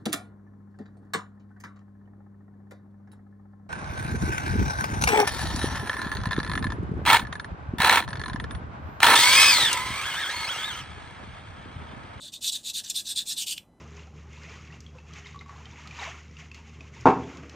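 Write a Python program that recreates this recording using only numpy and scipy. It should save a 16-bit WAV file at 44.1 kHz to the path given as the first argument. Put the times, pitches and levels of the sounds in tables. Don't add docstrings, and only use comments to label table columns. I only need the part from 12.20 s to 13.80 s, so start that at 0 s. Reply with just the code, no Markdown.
import sys
import numpy as np
from scipy import signal
from scipy.fft import rfft, irfft, next_fast_len
from scipy.io import wavfile
from scipy.ndimage import uniform_filter1d, map_coordinates

SR = 44100
rng = np.random.default_rng(int(sys.argv[2]) if len(sys.argv) > 2 else 0)


def dump(signal):
    limited = np.clip(np.atleast_2d(signal).T, -1, 1)
    pcm = np.round(limited * 32767).astype(np.int16)
    wavfile.write(sys.argv[1], SR, pcm)


def magnitude_from_level(level_db):
    exponent = np.asarray(level_db, float) / 20
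    return 10 ** exponent


N = 70560

# (pitch_hz, level_db)
FIZZ = [(1900, -33), (2250, -25), (2600, -8), (3150, -15.5), (4600, -7.5), (8400, -2.2), (9400, -8),
        (10300, -20)]
# (pitch_hz, level_db)
SHEEN = [(9300, -39), (10300, -5.5), (11700, -0.8), (15300, -11), (15900, -21.5)]


def unit(x):
    return x / np.sqrt(np.mean(x ** 2) + 1e-20)


def along(points, hz):
    point_hz, value = np.transpose(points)
    return np.interp(np.log(hz + 1), np.log(point_hz + 1), value)


def wobble(rate):
    knots = rng.standard_normal(N // 16)
    return unit(map_coordinates(knots, [np.arange(N) * rate / SR]))


def filtered(x, response):
    size = next_fast_len(N + 8192)
    spectrum = rfft(x, size) * response(np.fft.rfftfreq(size, 1 / SR))
    return irfft(spectrum, size)[..., :N]


def modes(rows, cut_hz):
    def response(f):
        ring = 0
        for k, (centre, width, db) in enumerate(rows):
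            resonance = 1j * f * width / (centre * centre - f * f + 1j * f * width)
            ring = ring + (-1) ** k * magnitude_from_level(db) * resonance
        s = 1j * f / cut_hz
        high_pass = s * s / (s * s + 0.56 * s + 1)
        return (ring * high_pass) ** 2
    return response


def colour(points):
    return lambda f: magnitude_from_level(along(points, f)) * (f >= points[0][0] / 2)


def flakes():
    flakes_per_s, size_spread_db, smooth_share, clump_db = 6500, 6, 0.65, 1
    chance = rng.random(N)
    size = np.minimum(rng.exponential(size=N), 4)
    direction, rub = rng.standard_normal((2, N))
    grains = (chance < flakes_per_s / SR) * np.sign(direction) * magnitude_from_level(size_spread_db * size)
    mix = smooth_share * rub + (1 - smooth_share) * unit(grains)
    return unit(mix * magnitude_from_level(clump_db * wobble(260)))


def patchy(x, depth_db):
    z = signal.stft(x, nperseg=256)[2]
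    field = uniform_filter1d(rng.standard_normal(z.shape), size=5, axis=0)
    field = uniform_filter1d(field, size=6, axis=1)
    return signal.istft(z * magnitude_from_level(depth_db * unit(field)), nperseg=256)[1][:N]


def hand_strokes():
    # (start_s, full_speed_s, slowing_s, stop_s, level_db)
    timing = [(-.005, 0.036, 0.076, 0.12, -40), (0.116, 0.14, 0.15, 0.21, -39.5),
              (.203, 0.279, 0.2978, 0.306, -25.5), (0.314, 0.333, 0.36, 0.39, -30),
              (0.336, .37, .38, 0.47, -48.5), (0.425, 0.494, 0.5, 0.528, -32),
              (0.529, 0.558, 0.59, 0.627, -30), (0.632, 0.645, 0.71, .72, -40),
              (.6965, .701, 0.7, 0.736, -28), (.736, 0.77, 0.79, 0.8435, -29),
              (0.837, 0.907, 0.915, 0.954, -31.5), (0.948, 0.973, 0.99, 1.0564, -27),
              (1.049, 1.119, 1.112, 1.174, -29), (1.155, 1.198, 1.2187, 1.265, -27.5),
              (1.258, 1.277, 1.322, 1.362, -29), (1.357, 1.366, 1.382, 1.402, -45.5)]
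    rise_power, fall_power = 1.33, 3.7
    t = np.arange(N) / SR
    start, full, slowing, stop, db = np.transpose(timing)[..., None]
    speeding = np.clip((t - start) / np.maximum(full - start, 1e-3), 0, 1)
    braking = np.clip((stop - t) / np.maximum(stop - slowing, 1e-3), 0, 1)
    rise = np.sin(np.pi / 2 * speeding) ** rise_power
    fall = np.sin(np.pi / 2 * braking) ** fall_power
    return magnitude_from_level(db) * rise * fall, np.clip((t - start) / (stop - start), 0, 1)


def edge_catches():
    # (start_s, level_db)
    catches = [(.0295, -54), (.036, -54), (0.078, -33), (0.137, -29.5), (.243, -31), (0.279, -20),
               (0.285, -32), (0.298, -33), (0.322, -27), (.352, -22.5), (.448, -33), (0.489, -30.5),
               (0.698, -24.5), (.761, -21.5), (0.77, -26), (0.917, -30.5), (0.961, -27.5), (0.981, -21),
               (0.9889, -19), (1.174, -29), (1.279, -36.5), (1.3673, -42), (1.374, -38.5)]
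    t60_s, rise_s = .022, 0.00056
    t = np.arange(N) / SR
    snaps = np.zeros(N)
    for start, db in catches:
        decay = magnitude_from_level(db - 60 * np.maximum(t - start, 0) / t60_s)
        snaps += decay * np.clip((t - start) / rise_s, 0, 1)
    return snaps


def scraping():
    # (place at start, place at stop, fizz_db, flex_db, flex lateness 0-1)
    contact = [(0.079, 0.21, -3.5, 0.5, 0.7), (0.28, -0.082, -1, -6.5, 0), (.25, 0.08, 0, -7, 0.37),
               (.04, 0.28, -0.5, -7, .65), (0.24, 0.41, 1.7, 3, 0.4), (0.11, .04, 1.5, -5, 0.56),
               (-0.05, 0.43, 0.8, 5.5, 0.78), (0.19, 0.42, 2, 6.5, 0.3), (-.3, 0.2, 1, -3.5, .55),
               (0.38, -0.73, 0.5, -3.5, .65), (0.037, -.25, 1.1, 0.5, 0.53), (0.073, -0.3, -3, 1, 0.63),
               (-0.097, -0.3, 1.75, 2, 0.74), (-0.16, 1.12, 0.7, -9.5, 0.41), (0.35, 0.99, 1.3, -4.5, 0.89),
               (1, 0.71, -1, -3, .65)]
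    # (pitch_hz, width_hz, level_db)
    middle = [(3463, 346, -1.5), (3820, 618, 0), (4433, 910, -4)]
    grip = [(3550, 410, -4.5), (4090, 600, 0), (4840, 1000, 0)]
    rim = [(2890, 610, -0.5), (3474, 740, -1), (4490, 920, -1), (5360, 440, -2)]
    # (pitch_hz, width_hz, level_db)
    flex = [(1646, 370, 18.8), (1970, 400, -7.5)]
    ring_db, fizz_level_db, sheen_db, flex_level_db = -2.5, -5.5, -15.5, -26.5
    low_cut_hz, rim_cut_hz, flex_cut_hz = 3150, 2570, 1600
    flex_span = 0.33
    drag_db, patch_db = 0.53, 3

    gains, done = hand_strokes()
    start, stop, fizz_db, flex_db, late = np.transpose(contact)[..., None]
    place = np.clip(start + (stop - start) * done, -1, 1)
    power = np.sum(gains ** 2, axis=0) + 1e-12
    force = np.sqrt(power * magnitude_from_level(2 * drag_db * wobble(44.62)) + edge_catches() ** 2)

    rub, other = flakes(), flakes()
    fizz = patchy(0.62 * rub + 0.79 * other, patch_db)
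    bright = (np.sqrt(power) / magnitude_from_level(-27.5)) ** .3
    bend = magnitude_from_level(flex_db) * np.exp(-((done - late) / flex_span) ** 2)
    layers = [(1 - abs(place), modes(middle, low_cut_hz), ring_db, rub),
              (np.maximum(-place, 0), modes(grip, low_cut_hz), ring_db, rub),
              (np.maximum(place, 0), modes(rim, rim_cut_hz), ring_db, rub),
              (magnitude_from_level(fizz_db), colour(FIZZ + [(11500, -45)]), fizz_level_db, fizz),
              (magnitude_from_level(fizz_db) * bright, colour(SHEEN), sheen_db, fizz),
              (bend, modes(flex, flex_cut_hz), flex_level_db, other)]
    out = np.zeros(N)
    for share, response, db, source in layers:
        scale = np.sqrt(np.mean(filtered(source, response) ** 2))
        mix = np.sum(gains ** 2 * share, axis=0) / power
        out += magnitude_from_level(db) / scale * filtered(source * force * mix, response)
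    return out


def spread(x):
    # (pitch_hz, level_db)
    side_level = [(1500, -27.5), (3000, -38.5), (5000, -19.5), (9000, -18.5), (14000, -16.5)]
    z = signal.stft(x, nperseg=128)[2]
    scrambled = z * np.exp(2j * np.pi * rng.random(z.shape))
    side = signal.istft(scrambled, nperseg=128)[1][:N]
    side = side * np.std(x) / np.std(side)
    side = filtered(side, lambda f: magnitude_from_level(along(side_level, f)))
    return np.array([x + side, x - side])


def room(x):
    # (pitch_hz, t60_s)
    decay = [(1500, 0.23), (4000, 0.11), (12000, 0.21)]
    gap_s = .003
    hz, t, z = signal.stft(rng.standard_normal((2, SR // 3)), SR, nperseg=256)
    fading = z * magnitude_from_level(-60 * t / along(decay, hz)[:, None])
    tail = signal.istft(fading, SR, nperseg=256)[1]
    tail = np.pad(tail / np.linalg.norm(tail[0]), ((0, 0), (int(gap_s * SR), 0)))
    tail = np.array([tail[0] + 0.17 * tail[1], tail[0] - 0.21 * tail[1]])
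    return signal.fftconvolve(x[None], tail, axes=1)[:, :N]


def background():
    # (pitch_hz, level_db per Hz)
    rumble_points = [(15, -46), (25, -5), (232, -2), (371, -8), (415, -13), (482, -12), (663, -13.5),
                     (879, -14.5), (2200, -37), (2860, -70.5), (4840, -120)]
    # (pitch_hz, level_db)
    hiss_points = [(1000, 5.7), (5000, -6), (11500, -6), (12500, -25.5)]
    # (multiple, level_db rms)
    whine = [(2., -85), (3., -91), (4., -88), (5., -98), (6., -96), (7., -96), (8., -99), (10., -97),
             (12., -101)]
    rumble_db, hiss_db, side_db = -60, -79.5, -21
    whine_hz, whine_db = 1000, 1.7

    closed = list(rumble_points) + [(2 * rumble_points[-1][0], -80)]
    noise = rng.standard_normal((2, 2, N))
    rumble = unit(filtered(noise[0], lambda f: magnitude_from_level(along(closed, f)) * (f > 18)))
    hiss = unit(filtered(noise[1], colour(hiss_points)))
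    mid, side = magnitude_from_level(rumble_db) * rumble + magnitude_from_level(hiss_db) * hiss
    t = np.arange(N) / SR
    for multiple, db in whine:
        phase = 2 * np.pi * (multiple * whine_hz * t + rng.random())
        mid = mid + np.sqrt(2) * magnitude_from_level(db + whine_db) * np.sin(phase)
    return np.array([mid + magnitude_from_level(side_db) * side, mid - magnitude_from_level(side_db) * side])


def nudge():
    centre_s, width_s, pitch_hz, level_db = .036, 0.0085, 600, -58
    t = np.arange(N) / SR - centre_s
    return magnitude_from_level(level_db) * np.exp(-(t / width_s) ** 2) * np.sin(2 * np.pi * pitch_hz * t)


def slip():
    # (pitch_hz, width_hz, level_db)
    rim_ring = [(1676, 500, -12.5), (2610, 615, -1), (3320, 1100, 0), (4770, 1800, -5)]
    centre_s, width_s, level_db, crack_db = 1.3805, 0.0027, -32, -10
    burst = rng.standard_normal((2, N))
    shape = np.exp(-((np.arange(N) / SR - centre_s) / width_s) ** 2)
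    ring = unit(filtered(burst[0], modes(rim_ring, 1100)))
    crack = unit(filtered(burst[1], colour(FIZZ + SHEEN[2:])))
    return magnitude_from_level(level_db) * shape * (ring + magnitude_from_level(crack_db) * crack)


def scene():
    card = scraping() + nudge() + slip()
    mix = spread(card) + magnitude_from_level(-10) * room(card) + background()
    return mix * magnitude_from_level([[-.1], [.1]])


def low_pass(x):
    return signal.sosfilt(signal.butter(12, 15750, fs=SR, output="sos"), x)


def record(dry):
    mix = filtered(dry, lambda hz: hz < 15750)
    return low_pass(mix)


dry = scene()
out = record(dry)
dump(out)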